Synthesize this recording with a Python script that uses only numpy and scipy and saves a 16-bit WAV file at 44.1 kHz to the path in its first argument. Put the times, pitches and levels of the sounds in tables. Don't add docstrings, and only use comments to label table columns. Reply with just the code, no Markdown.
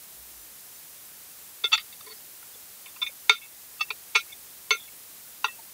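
import sys
import numpy as np
from scipy import signal
from scipy.fft import rfft, irfft
from scipy.io import wavfile
from scipy.ndimage import uniform_filter1d

SR = 44100
rng = np.random.default_rng(int(sys.argv[2]) if len(sys.argv) > 2 else 0)


def persist_wave(psi):
    counts = np.round(np.clip(psi, -1, 1) * 32767).astype(np.int16)
    wavfile.write(sys.argv[1], SR, np.atleast_2d(counts).T)


def invert_db(level):
    return 10 ** (np.asarray(level, dtype=float) / 20)


N = 252693

# pitch in Hz, level in dB, decay t60 in seconds.
RIM_FORK = [(436, -11.5, 0.064), (1388, -9, 0.11), (2143, -12, 0.1), (2662, -10.5, 0.11), (3410, -5, 0.085),
            (3545, -0.5, 0.083), (3610, 0, 0.085), (3780, -9, 0.07), (3920, -16, 0.06), (4445, -16, 0.04),
            (4630, -11, 0.065), (2430, -19, 0.085), (6190, -19, 0.09), (905, -17, 0.037)]
TINES = [(905, -12.5, 0.069), (6190, -17, 0.07), (1312, -3.5, 0.044), (1900, -14, 0.04), (2215, -12, 0.04),
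         (2662, 3, 0.025), (3070, -10, 0.035), (3410, -1, 0.045), (3545, -1, 0.04), (3780, -12, 0.06),
         (4445, -5, 0.03), (4630, -12, 0.03), (5790, -11, 0.055), (7085, -12, 0.065)]
SLOPE = [(1250, -11, 0.27), (1388, -20, 0.066), (1900, -4, 0.109), (2143, -4, 0.14), (2662, -2, 0.08),
         (3070, -7, 0.15), (3410, -7, 0.081), (3545, -7, 0.16), (3610, -4, 0.061), (3780, -6, 0.084),
         (3920, -19, 0.252), (4445, -12, 0.15), (4630, -2.5, 0.17), (7085, -18, 0.136)]
WELL = [(436, .5, 0.06), (1018, -2.5, 0.046), (1388, -10, .06), (1900, -7.5, .03), (2210, -7, 0.045),
        (3300, -11, .06), (3900, -10, 0.077), (4460, -1, 0.06), (5300, -14, .04)]
FAR_SLOPE = [(1030, -16, 0.049), (1250, -23, 0.11), (3610, -6, 0.045), (2215, -12.5, 0.14),
             (2430, -14, 0.08), (2662, -16, 0.065), (3545, 1.5, 0.049), (3920, -24, 0.055),
             (5370, -23, 0.06), (6190, -27, 0.088), (1388, -20, .05), (4630, -25, .04)]
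FAR_BOUNCE = [(2215, -5, 0.13), (2430, -2, 0.061), (2662, -14, 0.15), (3410, -24, 0.072), (3545, -6, 0.052),
              (3610, 3, 0.05), (1900, -18, 0.06), (6190, -15, 0.12)]
RIM_SPOON = [(436, -9, 0.11), (4445, -16, 0.13), (1000, -6, 0.028), (1238, -11, 0.08), (1388, 3, 0.115),
             (2143, -2, 0.035), (2215, 9, 0.08), (2413, 1, 0.045), (2662, -3, 0.07), (3590, 1, 0.04),
             (3610, -1, 0.16), (3060, -9, 0.04), (4630, -13, 0.13), (6190, -18, 0.2)]
NEAR_SLOPE = [(1250, -4, 0.032), (2215, -17, 0.12), (2430, -19, 0.055), (2662, 0, 0.099),
              (3410, -7.5, 0.069), (3545, -17, 0.087), (3610, -12, 0.06), (4445, -13, 0.072),
              (4630, -14, 0.077), (5370, -20, 0.136), (6190, -16.5, 0.087), (810, -17.5, 0.017),
              (1030, -21, 0.03), (1900, -22, .15)]
MIDDLE = [(436, -17.5, 0.14), (905, -19, 0.14), (1030, -10, 0.066), (1312, -9.5, 0.026), (1388, -14, 0.027),
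          (2430, 2.5, 0.036), (2662, -8, 0.07), (3410, -22, 0.097), (3545, -15, 0.048), (3610, -12, 0.04),
          (3780, -18, 0.034), (3920, -13, 0.12), (4445, -13, 0.071), (1900, -14, 0.05)]
BOWL_EDGE = [(436, -12.5, 0.064), (905, -14, 0.027), (1030, -7, 0.035), (1250, -9, 0.07), (1388, -5, 0.14),
             (2215, 0.5, 0.115), (2430, 1.5, 0.072), (2662, 3, .085), (3410, -4, 0.09), (3545, -7, 0.09),
             (3610, -10, 0.05), (4445, -11, 0.03), (4630, -14, 0.13), (6190, -8, 0.13)]
BOWL_BACK = [(436, -10, 0.1), (1030, -6, 0.03), (1250, -19, 0.04), (1388, -6, 0.17), (2197, 0, 0.105),
             (2430, -20, 0.28), (2662, -6, 0.15), (3070, -9, 0.04), (3545, -3, 0.095), (3610, -13, 0.23),
             (3920, -13, 0.07), (4445, -5, 0.08), (2143, -10, 0.14), (6190, -4, 0.125)]
FLAT = [(436, -16.5, 0.11), (860, -2, 0.035), (1030, 2.5, 0.035), (1388, 1, 0.07), (1900, -12, 0.11),
        (2215, -12, 0.052), (2430, -8, 0.045), (2662, 5, 0.05), (3780, -5, 0.045), (3545, -9, 0.14),
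        (3920, -14, 0.02), (4630, -12.5, 0.068), (5790, -16, 0.1), (6190, -16, 0.06)]
SKIM = [(1030, -4, 0.06), (1390, -7, .05), (2215, -1, 0.15), (2430, -3, .1), (2662, -4, 0.08),
        (3070, -4, .04), (3545, -3, 0.14), (4700, -10, .051)]
TIP = [(1263, -5, 0.027), (2100, -14, .04), (2660, -11.5, .04), (3580, -6, 0.044), (4540, -7, .041)]
SLIDE = [(2215, 1, 0.093), (2520, -8, .06), (2662, -.4, 0.11), (3400, -4.5, .06), (3600, -6, .06),
         (4430, -12, .051)]
REBOUND = [(1900, 1, 0.17), (2430, -18, 0.3), (2662, 2, 0.3), (3545, -14, 0.3), (3610, -22, 0.3),
           (1030, -5, .05), (1388, -14, .04)]
SAUCE = [(690, -3, 0.05), (922, -1.5, 0.07)]
HANDLE = [(3410, -1, .08), (3545, -4, .08), (2215, -10, .08)]
DRIP = [(560, 0, 0.021)]
NUDGE = [(905, -18, .03), (1030, -7, .03), (1298, -8, .04), (1900, -12, .05), (2215, -18, .04),
         (2430, -18, .04), (2662, -6, .03), (3070, -3, .03), (3410, 5, .03), (3545, -3, .03),
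         (3780, -8, .04), (3920, -24, .04), (4445, -3, .03), (4630, 3, .03)]
PAT = [(905, -7, .03), (1030, -9, .03), (1388, 0, .035), (1900, -6, .03), (2143, -2, .03), (2662, -9, .03),
       (3545, -16, .03), (4445, -8, .03)]
SCOOP = [(1030, 0, .06), (1235, -7, .3), (1388, -5, .04), (1900, -7, .04), (2430, -1, .05), (2662, 0, .07),
         (3545, -7, .05), (4630, -6, .05)]
WELL_END = [(436, -3, .06), (1030, -5, .04), (1388, -9, .05), (1900, -7, .04), (2143, -5, .05),
            (2662, -12, .04), (3410, -12, .05), (3610, -7, .04), (4445, 0, .025)]
BLOB = [(480, 0, .025)]
RIM_AGAIN = [(436, -30, .03), (1388, -14, .08), (2143, -8, .08), (2662, -13, .09), (3410, 1, .085),
             (3545, 2, .083), (3610, -14, .05), (3780, -16, .04), (2215, -18, .06), (4445, -26, .04),
             (4630, -26, .04), (2430, -22, .07), (6190, -26, .05), (5460, -22, .04)]
NUDGE_END = [(905, -10, .03), (1388, -3, .05), (1250, -14, .02), (1900, -14, .02), (2215, -4, .02),
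             (2430, -5, .02), (2662, -7, .09), (2143, -7, .08), (3410, 1, .06), (3610, 1, .06),
             (3780, -8, .06), (3920, -14, .03), (4445, -5, .03), (6190, -18, .05)]
SETTLE = [(2215, -3, .08), (2430, 0, .07), (3920, -8, .05), (3545, -10, .06), (2143, -12, .1),
          (2662, -5, .07), (5460, -16, .05), (3610, -12, .06), (4630, -20, .05), (6190, -22, .04),
          (5790, -18, .06), (3060, -20, .04), (4445, -18, .04), (8560, -26, .04)]
TINKLE = [(2215, -4, .08), (2430, -12, .03), (2143, -12, .05), (3410, -5, .06), (3545, 0, .07),
          (3610, -2, .06), (5460, -14, .03), (6190, -8, .04)]
LATE = [(2215, 0, .09), (2430, -3, .04), (2662, -5, .4), (1388, -8, .25), (3545, -3, .07), (2143, -6, .06),
        (3060, -14, .05), (6190, -12, .06)]


def evened(x):
    return x / np.sqrt(np.mean(x ** 2) + 1e-20)


def coloured(points, size):
    edge_hz = 15680
    f, db = np.transpose(points)
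    hz = np.fft.rfftfreq(size, 1 / SR)
    gain = invert_db(np.interp(np.log(hz + 1), np.log(f + 1), db)) * (hz < edge_hz)
    return evened(irfft(rfft(rng.standard_normal(size)) * gain, size))


def wander(shape, smooth):
    drift = uniform_filter1d(rng.standard_normal(shape), smooth)
    return evened(uniform_filter1d(drift, smooth))


def add(mix, s, sound):
    part = mix[round(s * SR):][:len(sound)]
    part += sound[:len(part)]


def contact(modes, db, rise_ms, drag_ms, chatter, clatter_db, wash_db, clatter_t60=0.011, wash_t60=.2, *, smooth=8):
    plate_hz = [432, 480, 560, 700, 800, 860, 905, 940, 1000, 1030, 1238, 1298, 1388, 1900, 2143, 2197,
                2215, 2413, 2432, 2520, 2662, 3060, 3412, 3545, 3590, 3610, 3780, 3920, 4445, 4630, 5370,
                5460, 5790, 6190, 7088, 8560]
    # frequency in Hz, level in dB per Hz.
    clatter = [(350, -64), (750, -19), (1200, -2.5), (2300, -4.5), (3700, 1), (6500, -12), (9500, -24),
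               (15500, -33.5)]
    blur, blur_hz = .1, 6000
    t = np.arange(6400) / SR
    swell = np.sin(np.pi / 2 * np.clip(t / (rise_ms / 1000 + 1e-4), 0, 1)) ** 2
    free = np.maximum(t - (rise_ms + drag_ms) / 1000, 0)

    hz, mode_db, t60 = np.transpose(modes)[:, :, None]
    nearest = abs(hz - plate_hz).argmin(axis=1)
    hz = np.take(plate_hz, nearest)[:, None]
    turn = np.exp(2j * np.pi * (hz * t + rng.random(hz.shape)))

    shake = wander((len(hz), 400), smooth) + 1j * wander((len(hz), 400), smooth)
    shake = uniform_filter1d(np.repeat(shake, 16, axis=1), size=16)
    shake = shake * (chatter + blur * (hz / blur_hz) ** 3)
    shake = shake * np.minimum(hz / 2200, 1)
    shake = shake * invert_db(-60 * free / 1.2)

    lines = (turn * (1 + shake)).real
    lines = lines * np.sin(np.pi / 2 * np.minimum(hz * t / 2.54, 1)) ** 2
    ring = invert_db(mode_db - 60 * free / np.clip(t60, .02, .5))
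    tone = swell * (lines * ring).sum(0)

    crowd = swell * (invert_db(clatter_db - 60 * free / clatter_t60) + invert_db(wash_db - 60 * free / wash_t60))
    fade_out = np.minimum((t[-1] - t) / .03, 1)
    return invert_db(db) * fade_out * (tone / abs(tone).max() + .3 * crowd * coloured(clatter, len(t)))


def cutlery():
    # modes, chatter share 0-1, clatter in dB and wash in dB
    # under the ring, level of the steel in dB.
    spots = dict( rim_fork=(RIM_FORK, .2, -16, -20, -28), tines=(TINES, .5, -17, -21, -30),
             slope=(SLOPE, .7, -11, -8, -26), tip=(TIP, .02, -14, -23, -40), well=(WELL, .55, -6, -13, -40),
             skim=(SKIM, .3, -5, -16, -40), far_slope=(FAR_SLOPE, .15, -16, -22, -33),
             far_bounce=(FAR_BOUNCE, .2, -14, -18, -28), slide=(SLIDE, .35, -15, -22, -40),
             rim_spoon=(RIM_SPOON, .2, -5, -17, -24), near_slope=(NEAR_SLOPE, .05, -15, -22, -35),
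             middle=(MIDDLE, .42, -8.5, -19, -30), bowl_edge=(BOWL_EDGE, .2, -8.5, -15, -15),
             bowl_back=(BOWL_BACK, .28, -7.5, -16, -25), flat=(FLAT, .3, -10, -19, -30),
             rebound=(REBOUND, .2, -8, -19, -40), handle=(HANDLE, .8, -25, -34, -40),
             drip=(DRIP, .4, -26, -35, -50), sauce=(SAUCE, .02, -20.5, -30, -50),
             nudge=(NUDGE, .6, -12, -18, -40), pat=(PAT, .2, -8, -20, -50), scoop=(SCOOP, .4, -8, -16, -40),
             well_end=(WELL_END, .5, -8, -13, -40), blob=(BLOB, .2, -26, -35, -50),
             rim_again=(RIM_AGAIN, .15, -20, -24, -32), nudge_end=(NUDGE_END, .4, -14, -24, -40),
             settle=(SETTLE, .2, -14, -22, -40), late=(LATE, .1, -18, -24, -45),
             tinkle=(TINKLE, .15, -16, -22, -40), drip_low=([(432, 0, .04)], .1, -30, -40, -60),
             lip=([(1238, 0, .03)], .1, -24, -35, -60))
    # pitch in Hz, level in dB, decay t60 in seconds.
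    steel = [(3070, -3, .19), (3780, -4, .2), (3920, 1.5, .28), (5370, -5, .17), (5460, -1, .17),
             (5790, -10, .2), (7085, -10, .13), (8560, -6, .12)]
    # spot, start in seconds, peak in dB, rise in ms, drag in ms.
    blows = [("rim_fork", 1.637, -24, 1.4, .1), ("rim_fork", 1.6402, -11.5, 1.6, .1),
             ("rim_again", 1.651, -15.5, 3.0, 2), ("nudge", 1.718, -17, 3.0, 8.0),
             ("tines", 1.7255, -6, 6, 9), ("nudge_end", 1.743, -14, 4, 9), ("slope", 1.7765, -19, 1.2, 2.1),
             ("far_slope", 3.014, -15.5, 11.4, 3.5), ("far_bounce", 3.062, -22, 4.8, 5.2),
             ("rim_spoon", 3.2947, .5, .85, 2.1), ("rim_spoon", 3.2975, -10.5, .55, 1.2),
             ("near_slope", 3.806, -13.5, 5.3, 3.5), ("middle", 3.903, -18.5, 3.2, 3.1),
             ("bowl_edge", 4.146, -16, 7, 3.0), ("bowl_edge", 4.1515, -6, 4.5, 7),
             ("bowl_back", 4.7062, -8.5, .85, 4.6), ("bowl_back", 4.7124, -15.5, 3, .1),
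             ("flat", 5.4427, -9, .99, 3.4)]
    # spot, start in seconds, peak in dB, rise in ms, drag in ms.
    grazes = [("slope", 1.925, -34.5, 2.1, 9.4), ("tip", 2.008, -33.5, 1.5, 2.7),
              ("well", 2.064, -35.5, 1.5, 20), ("well_end", 2.096, -35, 2.3, 30),
              ("pat", 2.426, -38.5, 2.7, 3.0), ("skim", 2.859, -33.5, 1.5, 6),
              ("scoop", 2.960, -36, 1.9, 6), ("far_slope", 3.048, -34, 4.4, 3.0),
              ("drip", 3.088, -45.5, 7.3, 3.0), ("slide", 3.412, -35, 8.0, 36),
              ("near_slope", 3.795, -32.5, 2.3, 6.1), ("slide", 4.290, -41, 8., 16),
              ("tinkle", 4.320, -33, 2.5, 9), ("handle", 4.770, -39, 7.5, 57),
              ("handle", 4.845, -46, 4.0, 13), ("slide", 4.870, -40.5, 3.8, 16),
              ("rebound", 5.478, -30, 4.6, 6.2), ("sauce", 5.581, -41, 11, 6),
              ("handle", 2.526, -45, 4.0, 22), ("blob", 2.551, -48, 5, 3), ("skim", 2.880, -39, 3, 10),
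              ("well", 2.117, -39, 3, 10), ("late", 3.345, -32, 10, 18), ("settle", 4.198, -32, 5, 8),
              ("pat", 3.287, -38, 4, 3), ("pat", 1.713, -36, 4, 3), ("rebound", 3.884, -42, 4, 8),
              ("drip_low", 4.745, -41, 4, 5), ("lip", 4.259, -50, 3, 8), ("lip", 5.462, -38, 4, 8),
              ("slide", 4.276, -46, 4, 6)]
    # start in seconds, level in dB, decay t60 in seconds.
    ticks = [
        (3.2953, -22, .01),
        (4.152, -41, .07),
        (4.7062, -38, .05),
        (1.641, -44, .06),
        (5.4427, -43, .02),
        (1.730, -40, .06),
        (3.2975, -25, .012),
        (3.809, -46, .04),
    ]
    # start in seconds, level in dB, pitch in Hz.
    thuds = [
        (1.73, -53, 50),
        (2.0, -52, 111),
        (3.03, -55, 60),
        (3.2955, -19, 1650),
        (3.2958, -21, 790),
        (3.296, -20, 970),
        (4.15, -58, 60.5),
        (4.152, -34, 900),
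        (5.45, -59, 60),
    ]
    out, t = np.zeros(N), np.arange(5000) / SR
    for spot, s, db, rise_ms, drag_ms in blows + grazes:
        modes, *feel, steel_db = spots[spot]
        steel_modes = [(hz, steel_db + level, t60) for hz, level, t60 in steel]
        add(out, s, contact(modes + steel_modes, db, rise_ms, drag_ms, *feel))
    out = plate_colour(out)
    for s, db, t60 in ticks:
        bright = coloured([(1500, -32), (5000, -23), (9000, 7), (15600, 1)], len(t))
        add(out, s, invert_db(db - 60 * t / t60) * np.minimum(t / .0005, 1) * bright)
    for s, db, hz in thuds:
        onset = np.sin(np.pi / 2 * np.minimum(t * hz / 1.3, 1)) ** 2
        add(out, s, invert_db(db - 60 * t * hz / 13.0) * onset * np.sin(2 * np.pi * hz * t))
    return out


def plate_colour(x, low_hz=330):
    # middle in Hz, width in Hz, depth in dB.
    gaps = [(700, 70, -5), (1650, 90, -5), (5050, 150, -3)]
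    hz = np.fft.rfftfreq(4096, 1 / SR)
    gap_db = sum(db * np.exp(-((hz - mid_hz) / width) ** 2) for mid_hz, width, db in gaps)
    log_gain = np.log(invert_db(gap_db))
    circle = np.concatenate([log_gain, log_gain[-2:0:-1]])
    taps = np.fft.ifft(np.exp(np.conj(signal.hilbert(circle)))).real
    low_cut = signal.butter(4, low_hz, "high", fs=SR, output="sos")
    return signal.sosfilt(low_cut, signal.oaconvolve(x, taps)[:N])


def dip_bands(x, ease_s=.004):
    # start in seconds, low edge in Hz, high edge in Hz, length in seconds,
    # gain in dB.
    band_dips = [(1.657, 300, 1100, .04, -12), (1.686, 1100, 4800, .025, -12), (1.758, 800, 2550, .015, -12),
                 (3.338, 300, 700, .05, -10), (3.358, 1150, 1600, .02, -8), (3.838, 2900, 3500, .03, -8),
                 (3.918, 800, 1150, .03, -10), (4.203, 900, 2000, .05, -22), (4.212, 3000, 3500, .04, -12),
                 (4.226, 3700, 4100, .04, -15), (4.740, 300, 600, .006, -12), (4.757, 300, 600, .05, -20),
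                 (4.773, 1150, 1600, .05, -15), (5.476, 700, 1600, .004, -10)]
    hz, t, z = signal.stft(x, SR, nperseg=512, noverlap=384)
    gain_db = np.zeros(z.shape)
    for s, low, high, length, db in band_dips:
        held = np.clip(np.minimum(t - s, s + length - t) / ease_s + 1, 0, 1)
        gain_db += db * np.outer((hz > low) & (hz < high), held)
    return signal.istft(z * invert_db(gain_db), SR, nperseg=512, noverlap=384)[1][:N]


def room(x, wet_db=-19, t60=0.18):
    t = np.arange(6000) / SR
    tail = rng.standard_normal(len(t)) * invert_db(-60 * t / t60) * (t > .003)
    return x + invert_db(wet_db) * signal.fftconvolve(x, tail / np.linalg.norm(tail))[:N]


def rumble(hz=55.3, sway_hz=3.5):
    # peak time in seconds, level in dB.
    steps = [
        (.195, -59),
        (.37, -60),
    ]
    swell_db_per_s, fade_db_per_s = 250, 95
    t = np.arange(N) / SR
    low = np.sin(2 * np.pi * np.cumsum(hz + sway_hz * wander(N, 2500)) / SR)
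    level = sum(invert_db(db + np.minimum(swell_db_per_s * (t - s), fade_db_per_s * (s - t))) for s, db in steps)
    return np.sqrt(2) * low * level


def scene():
    return np.tile(dip_bands(room(cutlery())) + rumble(), (2, 1))


def suppress(x, floor_db=-69.5, depth_db=-25, steep=1.1):
    hz, t, z = signal.stft(x, SR, nperseg=882, noverlap=441)
    power = uniform_filter1d(abs(z) ** 2, size=7, axis=0)
    above_floor = np.maximum(1 - invert_db(2 * floor_db) / (power + 1e-20), 0)
    keep = np.clip(above_floor ** steep, invert_db(depth_db), 1)
    keep[:3] = 1
    return signal.istft(z * keep, nperseg=882, noverlap=441)[1][:N]


def hiss(level_db=-46.5, flicker_db=0.24):
    # frequency in Hz, level in dB per Hz.
    colour = [(20, -37), (40, -20), (56, -7), (400, -7), (3000, -7), (5600, -5), (9000, -2.5), (15500, 0.2)]
    return invert_db(level_db + flicker_db * wander(N, 300)) * coloured(colour, N)


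def stray(count=30, db=-57.5, width_hz=1000):
    out, window = np.zeros(N), np.hanning(2048)
    for when, where in rng.random((count, 2)):
        low_hz = 4500 + 10000 * where
        high_hz = low_hz + width_hz
        band = [(low_hz - 20, -90), (low_hz, 0), (high_hz, 0), (high_hz + 20, -90)]
        start = 647 + 1024 * int(when * (N // 1024 - 2))
        add(out, start / SR, invert_db(db) * window * coloured(band, 2048))
    return out


def low_pass(x):
    return signal.sosfilt(signal.butter(12, 16400, fs=SR, output="sos"), x)


def record(dry):
    x = signal.sosfilt(signal.butter(3, 50, "high", fs=SR, output="sos"), dry[0])
    x = suppress(x) + hiss()
    power_db = 10 * np.log10(abs(uniform_filter1d(x ** 2, 400)) + 1e-12)
    fall = np.arange(N) * 19.0 / SR
    held_db = np.maximum.accumulate(power_db + fall) - fall
    over_db = np.maximum(held_db + 15, 0)
    x = x / invert_db(0.33 * uniform_filter1d(over_db, 400))
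    x = 1.2 * np.tanh(x / 1.2)
    side = stray()
    return low_pass(np.array([x + side, x - side]))


dry = scene()
out = record(dry)
persist_wave(out)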